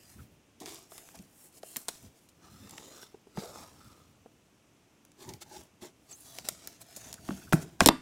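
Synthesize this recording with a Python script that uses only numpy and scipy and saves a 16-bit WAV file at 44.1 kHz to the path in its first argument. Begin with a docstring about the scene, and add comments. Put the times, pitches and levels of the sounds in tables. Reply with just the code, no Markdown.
"""Close up in a small room, a trading card slides into a soft sleeve: friction hiss, edges ticking.
From 2.4 s it scrapes into a stiff, hollow plastic holder while the hands rumble softly.
The plastic squeaks once at 6.1 s, then rustles on. From 7.3 s the holder is set on a display stand:
it knocks on the table and clatters against a metal camera mount, which rings faintly at 7.9 s."""
import sys
import numpy as np
from scipy import signal
from scipy.fft import rfft, irfft, next_fast_len
from scipy.io import wavfile
from scipy.ndimage import uniform_filter1d

SR = 44100
rng = np.random.default_rng(int(sys.argv[2]) if len(sys.argv) > 2 else 0)


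def dump(signal):
    """Clip the signal to [-1, 1] and save it as 16-bit WAV at the path in sys.argv[1]."""
    limited = np.clip(np.atleast_2d(signal).T, -1, 1)
    pcm = np.round(limited * 32767).astype(np.int16)
    wavfile.write(sys.argv[1], SR, pcm)


N = 353241

# stiff holder's modes: pitch_hz, width_hz, gain_db
HOLDER_MODES = [(2520, 140, -7), (3610, 180, 0), (4000, 500, 3), (5220, 1000, 3), (7400, 800, 0.5),
                (8650, 1100, -1), (11430, 630, 3), (14100, 1500, -11)]
# thin sleeve's mode: pitch_hz, width_hz, gain_db
SLEEVE_MODES = [(6850, 870, -10.5)]
# holder's edges striking stand and mount: start_s, relative_db, cutoff_hz, t60_s
EDGE_STRIKES = [(7.8061, -3.5, 4840, 0.0032), (7.8603, -1, 12800, 0.011), (7.8647, -17, 11000, 0.047),
                (7.874, -11.5, 14100, 0.017), (7.887, -5, 5470, 0.014)]


def sliding():
    """Plastic rubs on plastic: hiss coloured by sleeve or holder, a smooth top, a hollow scrape."""
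    # strokes in the sleeve: peak_s, rise_s, fall_s, hiss_db, sheen_offset_db
    rustles = [(.02, 0.13, .12, -65, -1), (.105, 0.049, 0.063, -62.5, 3), (.93, 0.036, 0.067, -59.5, 5.5),
               (.975, 0.046, 0.12, -60, 2), (1.09, .08, 0.23, -62, 0), (1.45, 0.13, 0.053, -65.5, 10),
               (1.58, 0.058, 0.02, -60.5, 3.5), (1.67, 0.044, 0.11, -60, 7.5), (1.79, 0.091, 0.064, -57, 7),
               (1.899, 0.031, 0.14, -55.5, -0.5), (2.05, 0.027, 0.043, -63, -4), (2.18, 0.07, 0.14, -71, 1),
               (6.2, 0.12, .15, -83.5, 23.5), (6.35, 0.21, 0.055, -58, 2.5), (6.51, .04, 0.068, -59, -14),
               (6.66, 0.1, 0.14, -55, -7), (6.821, 0.022, 0.014, -54, 2), (6.96, 0.12, 0.2, -56, -4.5),
               (7.07, 0.13, 0.11, -56, -5), (7.299, 0.099, 0.29, -54.5, -3),
               (7.625, 0.023, 0.018, -49.5, -2.5)]
    # strokes along the holder: peak_s, rise_s, fall_s, hiss_db, body_db
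    scrapes = [(0.616, 0.0088, 0.058, -56, -48), (0.672, 0.015, 0.16, -48, -53.5),
               (1.148, 0.0067, 0.025, -60, -48), (2.46, 0.054, 0.11, -64.5, -59),
               (2.76, 0.24, 0.27, -58.5, -56.5), (2.93, 0.21, 0.18, -57, -57),
               (3.032, 0.023, 0.017, -53, -59), (3.39, 0.033, 0.098, -50, -49), (3.58, 0.2, 0.14, -54, -52),
               (3.88, 0.46, 0.26, -66.5, -67), (5.232, 0.049, 0.056, -56, -51),
               (5.298, 0.03, 0.069, -64, -52), (5.421, 0.011, .014, -43.5, -50.5),
               (5.577, 0.097, 0.073, -53, -48.5), (5.824, 0.012, 0.061, -52.5, -50.5),
               (5.858, 0.025, 0.028, -53, -49), (6.127, 0.044, 0.013, -53, -58.5),
               (6.38, .07, 0.069, -53.5, -58), (6.466, 0.028, 0.022, -47.5, -50.5),
               (7.55, 0.022, 0.17, -58, -44.5), (7.821, 0.016, 0.031, -36.5, -30.5)]
    # friction spectrum: frequency_hz, density_db
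    hiss_spectrum = [(1200, -3.5), (1900, -2.5), (2400, -3.5), (2850, -2.5), (3600, -2), (5000, -0.5),
                     (7300, 3), (11900, -5), (14500, -8), (16000, -9)]
    sleeve_gain = strokes([row[:4] for row in rustles])
    holder_gain = strokes([row[:4] for row in scrapes])
    sleeve_sheen = strokes([(*timing, db + offset_db) for *timing, db, offset_db in rustles])
    holder_body = strokes([(*timing, body_db) for *timing, _, body_db in scrapes])
    sheen_gain = np.hypot(sleeve_sheen, amp(-4.5) * holder_gain)
    body_gain = np.hypot(holder_body, amp(-6.5) * sleeve_gain)
    pressure = amp(0.8 * wobble(35) + 1.5 * wobble(170))

    highpass = lambda f: 1 / (1 + (7800 / (f + 1)) ** 8)
    hiss = lambda f: amp(log_interp(hiss_spectrum, f))
    sleeve_colour = lambda f: hiss(f) * np.abs(1 + modes(f, SLEEVE_MODES))
    holder_colour = lambda f: hiss(f) * (1 + amp(1) * np.abs(1 + modes(f, HOLDER_MODES)))
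    soft_rub = friction(slips_per_s=2000, spread_db=-0.5, grain_db=0, patchy_db=3.8)
    sleeve = unit(filtered(soft_rub, lambda f: sleeve_colour(f) * (1 - highpass(f))))
    hard_rub = friction(slips_per_s=1200, spread_db=0, grain_db=-0.5, patchy_db=3.5)
    holder = unit(filtered(hard_rub, lambda f: holder_colour(f) * (1 - highpass(f))))
    crinkle = friction(slips_per_s=63, spread_db=3, grain_db=-8, patchy_db=1.5)  # creases popping
    sheen = unit(filtered(crinkle, lambda f: sleeve_colour(f) * highpass(f)))
    body = hollow_scrape()
    return pressure * (sleeve_gain * sleeve + holder_gain * holder + sheen_gain * sheen + body_gain * body)


def hollow_scrape():
    """Rough edges catch in sparse slips and ring the holder; the grip sets its modes."""
    # holder gripped at the edge, pressed on the face, cupped in the palm: pitch_hz, width_hz, gain_db
    edge_modes = [(345, 125, -3), (666, 56, -1), (766, 58, -12.5), (1840, 1400, -24)]
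    face_modes = [(407, 390, -2), (890, 540, -4.5), (1200, 120, -3.5), (1990, 330, -35)]
    palm_modes = [(367, 63, -2), (630, 130, -11.5), (827, 86, -9), (1660, 790, -21)]
    # grip over time: time_s, face_share, palm_share
    grip_shares = [(2.3, 0, 0), (2.5, 1, 0), (4.3, 1, 0), (5, 0, 1), (5.9, 0, 1), (6.1, 0, 0)]

    def ring(grip):
        slips = friction(slips_per_s=140, spread_db=1.5, grain_db=-3, patchy_db=4.5)
        # a small plate radiates little deep bass or treble
        return unit(filtered(slips, lambda f: modes(f, grip) * resonance(f, 390, 1050)))

    on_face, in_palm = curves(grip_shares)
    at_edge = np.abs(1 - on_face - in_palm)
    return (np.sqrt(at_edge) * ring(edge_modes) + np.sqrt(on_face) * ring(face_modes)
            + np.sqrt(in_palm) * ring(palm_modes))


def knocks():
    """The holder claps on table and stand, sweeping down into the thump of what it hits."""
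    # blows: start_s, clap_relative_db, clap_hz, thump_relative_db, thump_hz, thump_cycles
    blows = [(7.2887, -26, 1190, -22.5, 222, 7), (7.307, -29, 1400, -31, 193.4, 24),
             (7.5248, -17.5, 3300, -9.5, 530, 3.9), (7.5323, -10.5, 1433, -10.5, 176, 8.7),
             (7.8065, -2.5, 1560, -14.5, 705, 22), (7.8129, -16.5, 1980, -13, 190, 5.6),
             (7.861, -10.5, 930, -8.5, 258, 7.6), (7.871, -29, 900, -10, 256, 3.5),
             (7.8878, -4, 960, -4, 340, 3.3)]
    lag_cycles = 0.753  # the heavy table answers late
    out = np.zeros(N)
    for start_s, clap_db, clap_hz, thump_db, thump_hz, thump_cycles in blows:
        add(out, start_s, amp(clap_db - 1) * swing(clap_hz, cycles=11))
        add(out, start_s, amp(clap_db - 6) * bending_wave(clap_hz))
        add(out, start_s + lag_cycles / thump_hz, amp(thump_db) * swing(thump_hz, thump_cycles))
    return out


def swing(hz, cycles):
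    """A struck part swings, 60 dB down after `cycles`; a rattle joins after half a cycle."""
    t, t60_s = np.arange(SR // 3) / SR, cycles / hz
    attack = 1 - np.exp(-t * hz / 0.23)
    out = amp(2.5) * np.sin(2 * np.pi * hz * t) * fade(t, t60_s) * attack
    add(out, 0.5 / hz, amp(-7) * burst(t60_s, lambda f: resonance(f, hz, 2.1 * hz) ** 3))
    return out


def bending_wave(hz, lag_cycles=2.93):
    """Low pitches travel slower through the table, so the knock sweeps down from hz."""
    t = np.arange(SR // 10) / SR
    stretch = 1 + t * hz / lag_cycles
    envelope = stretch ** -0.5 * fade(t, t60_s=0.039) * (1 - np.exp(-t * hz))
    return envelope * np.sin(2 * np.pi * lag_cycles * np.log(stretch))


def table_boom(blows):
    """A low boom rings on after each blow."""
    # table's modes: pitch_hz, width_hz, gain_db
    table_modes = [(154, 15, -7), (255, 16, -4.5), (344, 15, -25)]
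    return filtered(blows, lambda f: modes(f, table_modes))


def clacks():
    """Hard contacts excite the holder's modes; softer ones lose the top."""
    out = np.zeros(N)
    for start_s, db, cutoff_hz, t60_s in EDGE_STRIKES:
        lowpass = lambda f: 1 / (1 + np.sqrt(2) * 1j * f / cutoff_hz - (f / cutoff_hz) ** 2)
        add(out, start_s, amp(db - 2) * burst(t60_s, lambda f: modes(f, HOLDER_MODES) * lowpass(f)))
    return out


def ticks():
    """An edge catches and snaps free, ringing the sleeve and tapping the card's hollow body."""
    # card and sleeve edges catching: start_s, relative_db, centre_hz, t60_s
    catches = [(0.095, -54, 2000, 0.011), (0.602, -39, 5800, 0.063), (.659, -21.5, 5840, 0.0031),
               (0.919, -40.5, 3000, 0.0075), (.980, -24.5, 6870, 0.0016), (1.089, -33.5, 2440, 0.0032),
               (1.157, -32, 9000, 0.0031), (1.189, -41.5, 4520, 0.027), (1.631, -36.5, 3520, 0.016),
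               (1.7613, -20, 2640, 0.0052), (1.7624, -31, 9050, 0.0099), (1.7673, -16, 11700, 0.019),
               (1.884, -10.5, 6300, 0.0028), (1.887, -20, 5830, 0.026), (2.288, -48.5, 6000, 0.054),
               (2.695, -35, 7300, 0.011), (2.709, -34.5, 7700, 0.016), (2.781, -25, 2040, 0.0049),
               (5.051, -39, 6900, 0.0057), (5.118, -45.5, 6000, 0.01), (5.29, -35, 4500, 0.066),
               (5.337, -31, 4870, 0.013), (6.386, -22, 4600, 0.0088), (6.451, -35, 4440, 0.013),
               (6.4872, -12, 7450, 0.017), (6.6734, -21.5, 9600, 0.012), (6.963, -32, 7200, 0.093),
               (7.128, -26, 6200, 0.015), (7.141, -27, 6900, 0.013), (7.528, -22, 8600, 0.088)]
    out = np.zeros(N)
    for start_s, db, hz, t60_s in catches:
        snap = burst(t60_s, lambda f: resonance(f, hz, 1.55 * hz) ** 2 * (1 + modes(f, SLEEVE_MODES)))
        tap = burst(0.032, lambda f: resonance(f, hz=676, width_hz=2300))
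        add(out, start_s, amp(db - 7.5) * snap + amp(db - 22) * tap)
    return out


def bumps():
    """Fingers, card and holder bump softly, one damped swing each."""
    # soft contacts: start_s, relative_db, pitch_hz
    contacts = [(.92, -39, 674), (1.195, -41, 188), (1.634, -34.5, 630), (1.769, -45, 244),
                (1.886, -32, 730), (2.043, -48, 202), (3.144, -39.5, 407.6), (3.27, -47.5, 403),
                (3.3735, -27.5, 830), (3.379, -28, 195), (4.26, -39, 470), (5.301, -41, 185),
                (5.823, -39.5, 227), (6.386, -38, 730), (6.487, -36, 650), (6.971, -38.5, 585),
                (7.818, -27.5, 99.9), (7.900, -15, 335)]
    out = np.zeros(N)
    for start_s, db, hz in contacts:
        add(out, start_s, amp(db) * swing(hz, cycles=11.7))
    return out


def mount_ring():
    """The last clack leaves the metal mount ringing and buzzing; its loose joint lets phases wander."""
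    # mount's modes: pitch_hz, relative_db
    mount_modes = [(1174, -54.5), (1443, -58), (1793, -63), (1970, -61), (2702, -62), (3548, -58),
                   (4635, -62), (4899, -66)]
    out, t = np.zeros(N), np.arange(SR // 2) / SR
    drift_cycles = lambda: 0.006 * np.cumsum(rng.standard_normal(len(t))) / np.pi + rng.random()
    ring = sum(amp(db) * np.sin(2 * np.pi * (hz * t + drift_cycles())) for hz, db in mount_modes)
    buzz = noise(len(t), lambda f: (f > 700) / (1 + (f / 5000) ** 12))
    add(out, EDGE_STRIKES[-1][0], (amp(16.5) * ring + amp(-45) * buzz) * fade(t, t60_s=0.29))
    return out


def squeak():
    """Plastic sticks and slips: a thin, gliding whistle."""
    # whistle's course: time_s, pitch_hz, level_db
    glide = [(6.105, 7200, -107), (6.113, 7500, -42), (6.118, 7950, -49), (6.131, 6280, -45.5),
             (6.15, 6300, -53), (6.192, 11800, -68), (6.21, 10600, -59), (6.24, 9800, -75)]
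    hz, db = curves(glide)
    t = np.arange(N) / SR
    sounding = (t > glide[0][0]) & (t < glide[-1][0])
    gain = sounding * amp(db + 1.5 * wobble(250))
    rough_hz = hz * (1 + 0.009 * wobble(1100))
    return gain * np.sin(2 * np.pi * np.cumsum(rough_hz) / SR)


def creaks():
    """Brief stick-slip makes the plastic sing roughly around one pitch."""
    # creaks under the fingers: peak_s
    peaks_s = [0.198, 7.184, 7.377, 7.424, 7.48]
    out, swell = np.zeros(N), np.hanning(SR // 30)
    for peak_s in peaks_s:
        creak = noise(len(swell), lambda f: resonance(f, hz=1416, width_hz=400) ** 2)
        add(out, peak_s - len(swell) / SR / 2, amp(-57.5) * swell * creak)
    return out


def hands():
    """Skin drags on the holder with a low, lumpy rumble."""
    # grip shifts: peak_s, rise_s, fall_s, level_db
    shifts = [(.19, 0.079, 0.14, -53.5), (.67, 0.049, 0.18, -63), (1.2, 0.055, 0.11, -62),
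              (2.06, 0.036, 0.058, -54.5), (2.6, .25, 0.27, -57), (3.6, 0.39, 0.76, -61),
              (5.32, 0.078, 0.055, -48.5), (5.62, 0.31, 0.047, -61.5), (6.55, 0.5, .35, -65),
              (7.06, 0.075, 0.05, -54), (7.55, 0.59, 0.26, -54.5)]
    # rumble spectrum: frequency_hz, density_db
    spectrum = [(25, -59), (65, 1.5), (130, -0.5), (220, -2), (450, -19.5), (1000, -31.5)]
    return strokes(shifts) * amp(3.9 * wobble(40)) * noise(N, lambda f: amp(log_interp(spectrum, f)))


def room_echo(x, delay_s=0.0036):
    """The small room answers with a short, diffuse tail."""
    # room decay: frequency_hz, t60_s
    decay = [(200, 0.35), (700, 0.18), (8000, 0.51), (15000, 0.26)]
    hz, t, spectra = signal.stft(rng.standard_normal(SR // 2), SR, nperseg=256)
    tail = signal.istft(spectra * fade(t, log_interp(decay, hz)[:, None]), SR, nperseg=256)[1]
    tail = np.pad(tail, (round(delay_s * SR), 0))
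    return signal.fftconvolve(x, tail / np.linalg.norm(tail))[:N]


def background():
    """Steady room air and microphone hiss."""
    # noise floor: frequency_hz, density_db
    spectrum = [(25, -24.5), (108, -6.5), (195, -9), (293, -7.5), (430, -13.5), (1890, -25), (2690, -21.5),
                (4300, -30), (6000, -25.5), (16000, -40)]
    return amp(-65) * noise(N, lambda f: amp(log_interp(spectrum, f)))


def strokes(rows, drop_db=13, roundness=1.7):
    """Gain of hand movements: each peaks when fastest, drop_db lower one rise or fall time away."""
    t, power = np.arange(N) / SR, np.zeros(N)
    for peak_s, rise_s, fall_s, db in rows:
        near = slice(*np.searchsorted(t, [peak_s - 2 * rise_s, peak_s + 2 * fall_s]))
        away = np.maximum((peak_s - t[near]) / rise_s, (t[near] - peak_s) / fall_s)
        power[near] += amp(db - drop_db * away ** roundness) ** 2
    return np.sqrt(power)


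def friction(slips_per_s, spread_db, grain_db, patchy_db):
    """Rubbing noise plus tiny slips; the moving contact favours ever new pitches."""
    slipping = rng.random(N) < slips_per_s / SR
    slips = slipping * rng.standard_normal(N) * amp(spread_db * rng.standard_normal(N))
    spectra = signal.stft(rng.standard_normal(N) + amp(grain_db) * unit(slips), nperseg=512)[2]
    patches = uniform_filter1d(rng.standard_normal(spectra.shape), size=3, axis=0)
    patches = uniform_filter1d(patches, size=24, axis=1)
    return signal.istft(spectra * amp(patchy_db * unit(patches)), nperseg=512)[1][:N]


def burst(t60_s, response):
    """A dying flurry of micro-contacts through a resonant body."""
    envelope = fade(np.arange(SR // 10) / SR, t60_s)
    contacts = rng.choice([-1, 1], len(envelope)) * envelope
    return unit(filtered(contacts, response)) * np.sqrt(np.mean(envelope ** 2))


def resonance(f, hz, width_hz):
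    """Causal response of one damped mode."""
    return 1j * f * width_hz / (hz * hz - f * f + 1j * f * width_hz)


def modes(f, table):
    """Summed response of a body's modes."""
    return sum(amp(db) * resonance(f, hz, width_hz) for hz, width_hz, db in table)


def filtered(x, response):
    """Apply a complex frequency response."""
    size = next_fast_len(len(x) + 8192)
    return irfft(rfft(x, size) * response(np.fft.rfftfreq(size, 1 / SR)), size)[:len(x)]


def noise(samples, response):
    """Coloured noise, rms 1."""
    return unit(filtered(rng.standard_normal(samples), response))


def wobble(knots_per_s):
    """Random curve, linear between knots."""
    knots = rng.standard_normal(int(N * knots_per_s / SR) + 2)
    return np.interp(np.arange(N) * knots_per_s / SR, np.arange(len(knots)), knots)


def curves(rows):
    """One value per sample for each column after the time."""
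    times_s, *columns = np.transpose(rows)
    return [np.interp(np.arange(N) / SR, times_s, column) for column in columns]


def log_interp(points, hz):
    """Read (frequency_hz, value) points on a log axis."""
    knots_hz, values = np.transpose(points)
    return np.interp(np.log(hz + 1), np.log(knots_hz + 1), values)


def fade(t, t60_s):
    """Exponential decay, 60 dB in t60_s."""
    return np.exp(-np.log(1000) * t / t60_s)


def amp(db):
    """Decibels to gain."""
    return 10 ** (np.asarray(db) / 20)


def unit(x):
    """Scale to rms 1."""
    return x / np.sqrt(np.mean(x ** 2) + 1e-20)


def add(track, start_s, sound):
    """Mix a sound into the track."""
    part = track[round(start_s * SR):][:len(sound)]
    part += sound[:len(part)]


def scene():
    """Handling sounds, close and nearly dry, over the quiet room."""
    snaps, blows, clatter = ticks(), knocks(), clacks()
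    thuds = blows + bumps()
    boom = table_boom(blows)
    echo = room_echo(amp(-17) * snaps + amp(-15) * thuds + amp(-6) * boom + amp(-31.5) * clatter)
    rubbing = sliding() + hands() + squeak() + creaks()
    return (rubbing + snaps + thuds + boom + clatter + mount_ring() + echo + background())[None]


def record(dry):
    """The microphone rounds off the highest peaks and limits the band."""
    ceiling, cutoff_hz = 0.9, 15900
    rounded = dry[0] / (1 + np.abs(dry[0] / ceiling) ** 6) ** (1 / 6)
    return filtered(rounded, lambda f: 1 / (1 + (f / cutoff_hz) ** 80))[None]


dry = scene()
out = record(dry)
dump(out)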